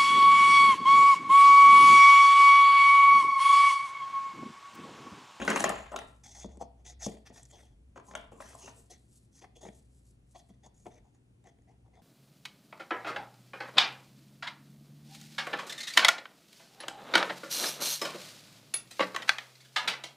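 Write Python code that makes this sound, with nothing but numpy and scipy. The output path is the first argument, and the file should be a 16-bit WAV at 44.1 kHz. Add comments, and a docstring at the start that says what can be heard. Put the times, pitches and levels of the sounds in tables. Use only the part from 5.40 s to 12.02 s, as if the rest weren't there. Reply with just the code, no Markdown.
"""In a workshop, wooden clothes pegs are picked from a pile on a thin wooden plate and pushed onto its bent rim.
Pegs clatter, rattle and scrape on the plate; on the rim they slide with a hiss and seat with a dull knock.
Blows and friction are noisy forces that ring the decaying tones (modes) of plate, rim and pegs.
Shaped, coloured noise makes bright swishes (fingers on wood or rustling clatter) and the spray of knocks.
A low hum wavers over a quiet room with faint echoes; two close microphone ports listen."""
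import sys
import numpy as np
from scipy import signal
from scipy.fft import rfft, irfft
from scipy.io import wavfile

SR = 44100
rng = np.random.default_rng(int(sys.argv[2]) if len(sys.argv) > 2 else 0)


def file_out(sig):
    """Save sig as 16-bit WAV at sys.argv[1]."""
    # one column per channel
    cols = np.atleast_2d(sig).T
    # limit, then scale
    lim = np.clip(cols, -1, 1)
    pcm = np.round(lim * 32767).astype(np.int16)
    wavfile.write(sys.argv[1], SR, pcm)


N = 291942  # length in samples

# pegs knocking on the plate: start_s, blow_db, then boom_db, snap_db, tick_db relative to the blow
PLATE_KNOCKS = [(0.015, -29.5, -3, -1.5, -14), (0.049, -33, -16, -17, -4.5), (0.077, -22.5, 1, 5.5, -9),
                (0.101, -23, -4.5, 1, -3), (0.129, -27, -6, -4, -10), (0.159, -23.5, -7.5, 3, 2),
                (0.196, -34, -12, -1, 4), (0.203, -24.5, -9, 0, 3), (0.24, -16, -14.5, -1, -3),
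                (0.26, -28.5, -6, -24, -15.5), (0.292, -31.5, -6, 4, 5), (0.297, -20, -11, -7, -30.5),
                (0.318, -32.5, -5.5, -24, -32), (0.355, -34, -27, -11, -35), (0.517, -37, -31, -16, -11.5),
                (0.527, -38, -4, -22, -25), (0.54, -28, -14, -14, -37), (0.561, -34, -6, 7, 1),
                (0.588, -37.5, -14, 4.5, -1), (0.616, -42.5, -7, -0.5, -23.5),
                (2.559, -44.5, -0.5, -6, -28), (2.576, -39.5, -7.5, -10.5, -30.5),
                (2.598, -48, -28, -6, -14), (2.71, -47, -8, 4, -19), (2.736, -41.5, -2.5, -6, -21),
                (2.751, -32.5, -37, 6, -3), (2.767, -42.5, -4, -11, -33), (2.78, -55, -7, 0, -19),
                (2.792, -58, -20, -14, -28), (2.81, -62, -4, -7, 3), (2.84, -52, -6, -6, -16),
                (2.918, -49.5, 7.5, -27, -19), (3.002, -35, -16, -7, -34), (3.022, -45.5, -17, 3.5, -13),
                (3.098, -54, -5, -5, -15), (3.121, -61, -19, -5, 1), (3.13, -53.5, 1.5, 3, -20),
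                (3.148, -41, -28, -26, -20), (3.187, -66.5, -16, -9, 18), (3.225, -56, -19, -9, 0),
                (3.275, -39.5, -15, -38, -13)]
# ringing tones of a wooden peg: pitch_hz, level_db, t60_s (time to fall by 60 dB)
PEG_MODES = [(5980, -11, 0.0027), (6520, -4, 0.0058), (6737, -6.5, 0.007), (7040, -4, 0.0047),
             (7900, -3, 0.00249), (9300, -8, 0.002), (12280, -14.5, 0.0017)]
# colour of bright swishing and spraying noise: pitch_hz, relative level_db
BRIGHT_COLOUR = [(1200, -37.5), (2500, -9.5), (5000, 0), (8000, 8.5), (10500, 1.5), (12000, -8.5),
                 (14500, -29)]


def gain_of(db):
    """Turns decibels into a factor."""
    return 10 ** (np.asarray(db) / 20)


def evened(x):
    """Scales a sound to an average (rms) strength of 1."""
    return x / np.sqrt(np.mean(x ** 2) + 1e-20)


def read(points, hz):
    """Reads a table of pitches and values at the frequencies hz."""
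    f, value = np.transpose(points)
    return np.interp(np.log(hz + 1), np.log(f + 1), value)


def add(mix, s, sound):
    """Mixes a sound in at time s."""
    part = mix[round(s * SR):][:len(sound)]
    part += sound[:len(part)]


def coloured(x, points):
    """Filters x by a table of pitch_hz and level_db."""
    hz = np.fft.rfftfreq(len(x), 1 / SR)
    return irfft(rfft(x) * gain_of(read(points, hz)), len(x))


def band(modes, lo, hi):
    """Picks the modes from lo to hi Hz."""
    return [m for m in modes if lo <= m[0] < hi]


def ring_of(modes, spread_db, detune):
    """The modes' answer to one tap: fading sines, each shifted and weighted a little by chance."""
    t = np.arange(round(SR * max(m[2] for m in modes)) + 50) / SR
    ring = np.zeros(len(t))
    for hz, db, t60 in modes:
        level_draw, pitch_draw = rng.standard_normal(2)
        fading = gain_of(db + spread_db * level_draw - 60 * t / t60)
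        ring += fading * np.sin(2 * np.pi * hz * (1 + detune * pitch_draw) * t)
    return ring


def struck(modes, contact_s, spread_db, detune, rise_s, firm):
    """One blow: a firm touch within a ragged contact rings the modes, which start softly; peak 1."""
    u = np.arange(900) / SR / contact_s
    ring = ring_of(modes, spread_db, detune)
    ring = ring * (1 - np.exp(-np.arange(len(ring)) / SR / rise_s)) ** 2
    force = rng.standard_normal(len(u)) * u * np.exp(-u)
    force[round(contact_s * SR)] = firm * np.linalg.norm(force)
    sound = signal.oaconvolve(ring, force)
    return sound / abs(sound).max()


def knocks(rows, body, boom_top, boom_rise_s):
    """Each knock: the body's low modes boom, the middle ones clack, the upper ones snap, the peg ticks."""
    low, middle, upper = band(body, 0, boom_top), band(body, boom_top, 1290), band(body, 1290, 5200)
    firm_low, firm_high = 1.6, .3  # firm touch against the ragged force, for low and high modes
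    out = np.zeros(N)
    for s, blow_db, boom_db, snap_db, tick_db in rows:
        clack = struck(middle, contact_s=.001, spread_db=1.5, detune=.03, rise_s=.0012, firm=firm_low)
        boom = struck(low, contact_s=.0008, spread_db=2.0, detune=.02, rise_s=boom_rise_s, firm=firm_low)
        snap = struck(upper, contact_s=.0014, spread_db=2.0, detune=.04, rise_s=.0003, firm=firm_high)
        tick = struck(PEG_MODES, contact_s=.0013, spread_db=4.0, detune=.05, rise_s=.0001, firm=firm_high)
        for sound, db in [(clack, 0), (boom, boom_db), (snap, snap_db), (tick, tick_db)]:
            add(out, s, gain_of(blow_db + db) * sound)
    return out


def grit(count, per_s, spread_db):
    """A grainy force or noise: dense tiny slips of uneven size and random direction."""
    size = gain_of(spread_db * np.minimum(rng.exponential(1, count), 4))
    direction = rng.choice([-1., 1.], count)
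    slips = rng.random(count) < per_s / SR
    return evened(size * direction * slips)


def swell_and_fade(swell, hold, fade):
    """The strength of a rub, rattle or swish swells, holds and fades, fluttering a little."""
    foot_db, tail_db = -13.5, -24.5  # start and end of the curve, relative to the held level
    flutter_db, flutter_s, ease_s = 3.2, .007, .012  # flutter size and step, final fade to silence
    corners = np.cumsum([0, swell, hold, fade])
    t = np.arange(0, corners[-1], 1 / SR)
    knots = np.arange(0, 1.2, flutter_s)
    flutter = np.interp(t, knots, rng.standard_normal(len(knots)))
    shape = gain_of(np.interp(t, corners, [foot_db, 0, 0, tail_db]) + flutter_db * flutter)
    fade_in = np.minimum(t / corners[1] * 2, 1)
    fade_out = np.minimum((corners[-1] - t) / ease_s, 1)
    return shape * fade_in * fade_out


def ringing(force, ring, rise_s):
    """A steady force drives a ring; a soft contact (rise_s) keeps the gaps between its modes dark."""
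    ring = ring * (1 - np.exp(-np.arange(len(ring)) / SR / rise_s))
    return signal.oaconvolve(force, ring / np.linalg.norm(ring))[:len(force)]


def shifting(force, modes, rise_s):
    """As the peg moves, its ring passes back and forth between two grips."""
    regrip_s = .2  # from one grip to the other and back, twice
    turn = 2 * np.pi * (np.arange(len(force)) / SR / regrip_s + rng.random())
    one = ringing(force * np.cos(turn), ring_of(modes, 2.0, .025), rise_s)
    other = ringing(force * np.sin(turn), ring_of(modes, 2.0, .025), rise_s)
    return one + other


def gritty_contacts(rows, body, groan_low):
    """A gritty force rings the peg (hiss) and the body: from its low modes up, groan, scrape, creak, rasp."""
    edges = [groan_low, 700, 1290, 2700, 5200]  # Hz
    parts = [band(body, lo, hi) for lo, hi in zip(edges, edges[1:])]
    fine, coarse = grit(N, 8000, spread_db=2.0), grit(N, 2200, spread_db=2.0)
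    out = np.zeros(N)
    lead = SR // 20  # samples that let the ring build up before the contact is heard
    for s, swell, hold, fade, peg_hz, hiss_db, *wood_db in rows:
        shape = swell_and_fade(swell, hold, fade)
        at = (round(s * SR) + np.arange(-lead, len(shape))) % N
        # the peg pitch places the second mode; the others keep their ratio to it
        peg = [(hz * peg_hz / PEG_MODES[1][0], db, t60) for hz, db, t60 in PEG_MODES]
        sound = gain_of(hiss_db) * ringing(fine[at], ring_of(peg, 2.0, .01), rise_s=.0001)
        for modes, db, rise_s in zip(parts, wood_db, [.002, .0049, .000053, .00088]):
            sound = sound + gain_of(db) * shifting(coarse[at], modes, rise_s)
        add(out, s, shape * sound[lead:])
    return out


def pegs_on_plate():
    """Pegs clatter, rattle and scrape on the thin plate, whose modes ring with every contact."""
    # ringing tones of the plate: pitch_hz, level_db, t60_s
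    plate_modes = [(216, -9, .12), (263, -5, .12), (320, -8, .08), (380, -5, .08), (454, -2, .06),
                   (529, -2, .06), (655, -3, .03), (850, 0, .018), (1030, 1, .017), (1180, -3, .014),
                   (1400, 1, .011), (1600, 2, .011), (1870, 1, .012), (2100, -2, .008), (2350, -3, .007),
                   (2600, -3, .006), (2870, -3, .006), (3200, -4, .005), (3550, -5, .004), (3950, -5, .004),
                   (4400, -7, .003), (4900, -8, .003)]
    # pegs rattling after knocks, scraping or briefly ticking on the plate:
    # start_s, swell_s, hold_s, fade_s, peg_pitch_hz, hiss_db, groan_db, scrape_db, creak_db, rasp_db
    rattles_and_scrapes = [(0, 0.0007, 0.024, 0.15, 6460, -54.5, -39.5, -47, -46, -50.5),
                           (.078, 0.0017, 0.024, 0.16, 6400, -47, -39, -39.5, -36, -54),
                           (.157, 0.0058, 0.0093, 0.016, 6170, -61, -31.5, -32.5, -31, -41),
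                           (.203, 0.0016, 0.0051, 0.091, 6910, -66, -33, -58, -39.5, -48.5),
                           (.243, 0.0045, 0.015, 0.049, 6480, -50.5, -38.5, -35, -38.5, -53.5),
                           (.293, 0.0018, 0.0018, 0.25, 6900, -51, -58, -47, -43, -64),
                           (.516, 0.0045, 0.016, 0.083, 7660, -65, -46.5, -44.5, -56, -62.5),
                           (2.557, 0.00095, 0.015, 0.068, 6440, -69, -67, -60, -62.5, -91.5),
                           (2.66, 0.019, 0.033, 0.083, 6460, -66.5, -59.5, -60.5, -74, -87),
                           (2.752, 0.0029, 0.0097, 0.088, 6800, -80, -64, -60, -54.5, -83),
                           (2.915, 0.0084, 0.099, 0.014, 7160, -71.5, -62.5, -64.5, -73.5, -81),
                           (2.995, 0.015, 0.13, 0.042, 6070, -64.5, -64, -71, -65.5, -72),
                           (3.146, 0.0033, 0.0053, 0.012, 7400, -55.5, -74, -73, -74, -80),
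                           (3.17, 0.041, 0.054, 0.066, 6270, -55, -58, -59, -66, -64),
                           (3.27, 0.005, 0.0073, 0.083, 6300, -92, -74, -64, -58.5, -65),
                           (3.358, 0.0062, 0.018, 0.083, 7570, -64.5, -67, -89, -84, -89)]
    clatter = knocks(PLATE_KNOCKS, plate_modes, boom_top=600, boom_rise_s=.002)
    return clatter + gritty_contacts(rattles_and_scrapes, plate_modes, groan_low=0)


def swishes():
    """Bright, fine-grained noise: fingers brushing wood, or the airy rustle of the clatter."""
    # bright swishes of either kind: start_s, swell_s, hold_s, fade_s, swish_db
    swish_rows = [(0, 0.076, 0.028, 0.077, -57), (0.145, 0.018, 0.047, 0.13, -47.5),
                  (0.6, 0.011, 0.0073, 0.14, -68), (0.66, 0.016, 0.0052, 0.32, -75.5),
                  (1.658, 0.009, 0.0041, 0.17, -65), (1.918, 0.016, 0.021, 0.35, -71.5),
                  (2.077, 0.026, 0.0092, 0.22, -82), (2.164, 0.041, 0.0052, 0.18, -82),
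                  (2.62, 0.066, 0.0045, 0.074, -68.5), (2.749, 0.0079, .005, 0.13, -65),
                  (2.907, 0.022, 0.0029, 0.021, -71), (2.951, 0.057, 0.25, 0.24, -66),
                  (3.337, 0.021, 0.021, 0.43, -75), (3.495, 0.012, 0.0042, 0.038, -64),
                  (3.544, 0.018, 0.009, 0.5, -80.5), (3.681, 0.079, 0.0048, 0.065, -67),
                  (3.79, 0.039, 0.0092, 0.071, -77.5), (3.91, 0.029, 0.052, 0.026, -75),
                  (4.008, 0.017, 0.0049, 0.079, -74.5), (4.154, 0.0098, .003, 0.043, -70.5),
                  (4.202, 0.019, 0.0077, 0.45, -71.5), (4.314, 0.037, 0.016, 0.07, -71.5),
                  (4.476, 0.053, 0.06, .2, -80), (4.641, .013, 0.05, 0.063, -76),
                  (4.842, 0.081, 0.0033, 0.042, -76), (4.93, 0.056, 0.0065, 0.086, -72.5),
                  (5.036, 0.059, 0.0028, 0.03, -78.5), (5.33, 0.046, 0.0095, 0.18, -81),
                  (5.436, 0.014, 0.0051, 0.15, -77)]
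    level = np.zeros(N)
    for s, swell, hold, fade, swish_db in swish_rows:
        add(level, s, gain_of(swish_db) * swell_and_fade(swell, hold, fade))
    return level * evened(coloured(grit(N, 4000, spread_db=3.0), BRIGHT_COLOUR))


def hum():
    """A hum of two fuzzy tones; the lower one wavers by a level curve."""
    # strength of the lower tone: time_s, level_db
    hum_curve = [(0.0, -49), (0.05, -58), (0.15, -67), (0.35, -54), (0.877, -64), (1.069, -51.5),
                 (1.349, -60.5), (1.62, -52.5), (1.881, -65.5), (2.511, -58), (2.649, -71), (2.711, -59),
                 (4.07, -70.5), (4.2, -61.5), (5.55, -68.5), (5.62, -60.5), (5.68, -73.5), (6.62, -66)]
    s, hum_db = np.transpose(hum_curve)
    level = gain_of(np.interp(np.arange(N) / SR, s, hum_db))
    lower = level * wobble(60.7, width=13, steady=.8)
    return lower + gain_of(-67.5) * wobble(117.8, width=19, steady=.26)


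def wobble(hz, width, steady):
    """A fuzzy tone: slow noise (smoothed by width, in Hz) on a sine; steady 0-1 evens its strength."""
    r = np.exp(-np.pi * width / SR)
    slow = rng.standard_normal(N) + 1j * rng.standard_normal(N)
    for _ in range(2):
        slow = signal.lfilter([1], [1, -r], slow)
    slow = slow / abs(slow) ** steady
    return evened((slow * np.exp(2j * np.pi * hz * np.arange(N) / SR)).real)


def air():
    """Still air of the shop: steady coloured noise."""
    # colour of the air noise: pitch_hz, relative level_db
    air_colour = [(25, -29), (50, 2.5), (100, 7.5), (160, 3.5), (250, 2.5), (400, -7), (630, -16),
                  (1000, -23), (2000, -27), (4000, -32), (6300, -29.5), (10000, -30.5), (12500, -52),
                  (14300, -54.5)]
    return gain_of(-67) * evened(coloured(rng.standard_normal(N), air_colour))


def sprays():
    """Each knock on the plate brings a short bright burst of noise, set by the level of its tick."""
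    spray_db, rise_s, t60 = -15, .0029, .041  # dB relative to the tick, s, s
    t, level = np.arange(SR // 10) / SR, np.zeros(N)
    for s, blow_db, boom_db, snap_db, tick_db in PLATE_KNOCKS:
        fading = gain_of(blow_db + tick_db + spray_db - 60 * t / t60)
        add(level, s, fading * np.minimum(t / rise_s, 1))
    return level * evened(coloured(rng.standard_normal(N), BRIGHT_COLOUR))


def shop_echoes(x):
    """Echoes of the shop: sparse taps of random sign, each band dying at its own speed."""
    # how long echoes last: pitch_hz, t60_s
    echo_times = [(150, 0.36), (500, 0.4), (1500, 0.46), (4500, 0.37), (7000, 0.05), (11000, 0.14)]
    # strength of the echoes as the ports hear them: pitch_hz, level_db
    echo_colour = [(200, 0.5), (1500, -6), (3000, -4), (4500, 0), (6500, -6), (10000, -1)]
    taps = np.zeros(SR)
    at = np.arange(200, SR - 20, 20)
    taps[at + rng.integers(0, 20, len(at))] = rng.choice([-1., 1.], len(at))
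    hz, t, z = signal.stft(taps, SR, nperseg=256)
    fading = gain_of(-60 * t / read(echo_times, hz)[:, None])
    tail = signal.istft(z * fading, SR, nperseg=256)[1]
    return coloured(signal.oaconvolve(x, tail / np.linalg.norm(tail))[:N], echo_colour)


def pegs_on_rim():
    """Pegs slide and seat on the bent rim, whose modes give a dull knock."""
    # ringing tones of the rim: pitch_hz, level_db, t60_s
    rim_modes = [(155, 9, 0.05), (203, 16, 0.065), (250, 8, 0.09), (300, 5, .04), (371, 2, .045),
                 (452, 4, 0.045), (500, 2, .035), (610, 4, 0.035), (672, 3, .03), (745, 4, 0.02),
                 (825, 4, 0.018), (950, 1, 0.012), (1500, -6, .006), (1950, 4, 0.013), (2170, 0, 0.008),
                 (2500, -5, .005), (2900, -3, .004), (3420, 4, 0.007), (3800, 0, .004), (4400, 0, 0.005),
                 (4900, -1, .004)]
    # pegs seating or tapping: start_s, blow_db, then boom_db, snap_db, tick_db relative to the blow
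    seats = [(1.044, -34, -0.5, -38, -27), (1.105, -62, 4.5, -14, -7), (1.171, -45, -2, -21, -7),
             (1.208, -43.5, -1, -16.5, -19), (1.216, -37, -4, -25, -12), (1.663, -26.5, 1, -24, -11),
             (1.901, -47.5, 1.5, -14, -27), (2.03, -67, -1, 0, 22), (2.052, -79, 8, -4, 30.5),
             (2.058, -68.5, -10.5, -14.5, 15.5), (4.018, -53, -12, -11.5, -8.5),
             (4.042, -49.5, -19, -19.5, -17.5), (4.23, -51, -18, -20, -24), (4.251, -38, -8, -20, -27),
             (4.264, -42, -14, -15, -25), (4.284, -50.5, 7.5, -19.5, -28), (4.953, -59.5, -7, -15.5, -15),
             (5.098, -64, 16.5, -14.5, -6), (5.262, -57, 1.5, -18.5, 8.5), (5.465, -41, -6.5, -19, -14),
             (5.524, -63.5, -9.5, -4.5, -8.5), (6.04, -68, -8, 0.5, 7), (6.07, -52, -17.5, -7, -4.5),
             (6.185, -62, -12, -6.5, -11.5), (6.22, -69.5, -9.5, -4, 1), (6.46, -61, -13, -16, -26),
             (6.478, -59.5, -14.5, -19, -25.5), (6.553, -61, -15, -6, -5.5)]
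    # pegs sliding on the rim: start_s, swell_s, hold_s, fade_s, peg_pitch_hz,
    # hiss_db, groan_db, scrape_db, creak_db, rasp_db
    strokes = [(.832, 0.012, 0.16, 0.043, 6020, -57, -79, -64.5, -66.5, -67),
               (.95, 0.083, 0.0052, 0.048, 6300, -53.5, -63.5, -58.5, -63, -60),
               (1.08, 0.0096, 0.0034, 0.19, 6400, -69.5, -58.5, -63, -78.5, -79),
               (1.19, 0.026, 0.0033, 0.042, 6170, -59, -53.5, -44, -65.5, -68.5),
               (1.37, 0.033, 0.014, 0.037, 6200, -82, -69, -74, -85, -87.5),
               (1.445, 0.019, 0.029, 0.058, 6250, -51, -61.5, -60, -60, -62),
               (1.59, 0.06, 0.019, 0.0093, 6240, -38.5, -61, -48, -49.5, -50.5),
               (1.66, 0.0049, 0.0031, 0.13, 6630, -56, -42.5, -56, -59, -60),
               (1.85, 0.02, 0.0067, 0.034, 5850, -58.5, -68.5, -62, -59.5, -66.5),
               (1.885, 0.021, 0.0039, 0.11, 6500, -82, -62, -60, -67, -84),
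               (1.92, 0.056, .005, 0.1, 6000, -59, -65.5, -66, -63.5, -68),
               (2.092, 0.021, 0.0019, 0.029, 6850, -62, -75.5, -65.5, -67.5, -64.5),
               (2.115, 0.02, 0.027, 0.19, 6000, -66.5, -65, -66, -70.5, -68),
               (2.18, 0.012, 0.028, 0.062, 7700, -71.5, -80, -72, -73, -76),
               (3.495, 0.011, 0.02, 0.059, 6120, -57.5, -60, -64.5, -64, -64.5),
               (3.91, 0.057, 0.025, 0.035, 6020, -64, -86.5, -81, -77, -79.5),
               (4.005, 0.018, 0.0031, 0.021, 5970, -65, -70, -53, -65.5, -66.5),
               (4.03, 0.013, 0.0016, 0.039, 5580, -68, -68.5, -56, -62, -76.5),
               (4.15, 0.014, 0.0046, 0.053, 6370, -63.5, -60, -68, -74, -66),
               (4.2, 0.019, 0.072, 0.0075, 6450, -63.5, -61, -66, -76.5, -69),
               (4.227, 0.0034, 0.057, 0.03, 6500, -85.5, -49.5, -63.5, -63, -75.5),
               (4.31, 0.035, 0.006, 0.046, 6300, -74, -77, -91.5, -92, -87),
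               (4.94, 0.016, 0.038, 0.039, 6100, -66.5, -66.5, -55, -69.5, -67.5),
               (5.085, 0.011, 0.0093, 0.029, 6100, -80, -67, -82, -72.5, -81),
               (5.135, 0.0056, 0.009, 0.014, 6110, -84, -72, -88, -80.5, -83.5),
               (5.23, 0.015, 0.027, 0.032, 6380, -65.5, -60.5, -61.5, -69, -69),
               (5.338, 0.011, 0.084, 0.061, 6700, -73.5, -81.5, -97, -91.5, -91.5),
               (5.452, 0.011, 0.004, 0.046, 6040, -73.5, -54.5, -53.5, -67, -75),
               (5.495, 0.02, 0.07, 0.03, 6130, -74, -66.5, -80, -72.5, -82.5),
               (5.63, 0.021, 0.021, 0.13, 6500, -85, -81, -73, -95.5, -95),
               (5.734, 0.015, 0.0027, 0.046, 6370, -79, -81.5, -70, -85.5, -89),
               (6.03, 0.041, 0.023, 0.047, 6170, -72, -70, -60.5, -70.5, -77),
               (6.262, 0.034, 0.01, 0.072, 6130, -82.5, -69.5, -66, -74, -86.5),
               (6.44, 0.018, 0.0046, 0.06, 6300, -92.5, -76, -70.5, -94.5, -96),
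               (6.51, 0.041, 0.033, 0.1, 6240, -85, -72, -66.5, -77, -81)]
    seating = knocks(seats, rim_modes, boom_top=330, boom_rise_s=.004)
    return seating + gritty_contacts(strokes, rim_modes, groan_low=330)


def scene():
    """Adds all sounds at the mid-point of the ports, and their difference across the ports."""
    # response of the ports to near sounds: pitch_hz, level_db
    port_colour = [(40, -29), (130, -2.5), (220, -2), (10000, 0), (11500, 4.5), (13000, -10.5),
                   (14300, -18)]
    # size of the difference between the ports: pitch_hz, side_db relative to the mid
    side_width = [(60, -30.5), (91, -23.5), (140, -17), (210, -21.5), (320, -12.5), (480, -8.5), (730, -7),
                  (1110, -8), (1680, -11), (2550, -4.5), (3870, -8.5), (5860, -17.5), (8890, -8),
                  (13500, 10.5)]
    # how much of that difference follows the mid: pitch_hz, share (0-1)
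    side_lean = [(100, 0.87), (500, 0.77), (2000, 0.3), (6000, .2), (12000, 0.3)]
    plate = pegs_on_plate() + swishes() + sprays()
    rim = pegs_on_rim()
    near, low_hum = coloured(plate + rim, port_colour), hum()
    echoed = coloured(plate + gain_of(-6) * rim, port_colour)  # the rim is heard drier than the plate
    mid = near + gain_of(-5) * shop_echoes(echoed) + low_hum + air()
    # across the ports the direct sound is a quarter turn off; echoes and air are unrelated
    quarter_turn = signal.hilbert(near + low_hum).imag
    across = quarter_turn + gain_of(2.5) * shop_echoes(echoed) + gain_of(11.5) * air()
    hz = np.fft.rfftfreq(N, 1 / SR)
    lean = read(side_lean, hz)
    blend = lean * rfft(mid) + np.sqrt(1 - lean ** 2) * rfft(across)
    side = irfft(gain_of(read(side_width, hz)) * blend, N)
    return np.array([mid + side, mid - side])


def record(dry):
    """The band limit: a steep filter removes what lies above about 14300 Hz."""
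    low_pass = signal.firwin(511, 14300, window=("kaiser", 9), fs=SR)
    return signal.oaconvolve(dry, low_pass[None], "same")


dry = scene()
out = record(dry)
file_out(out)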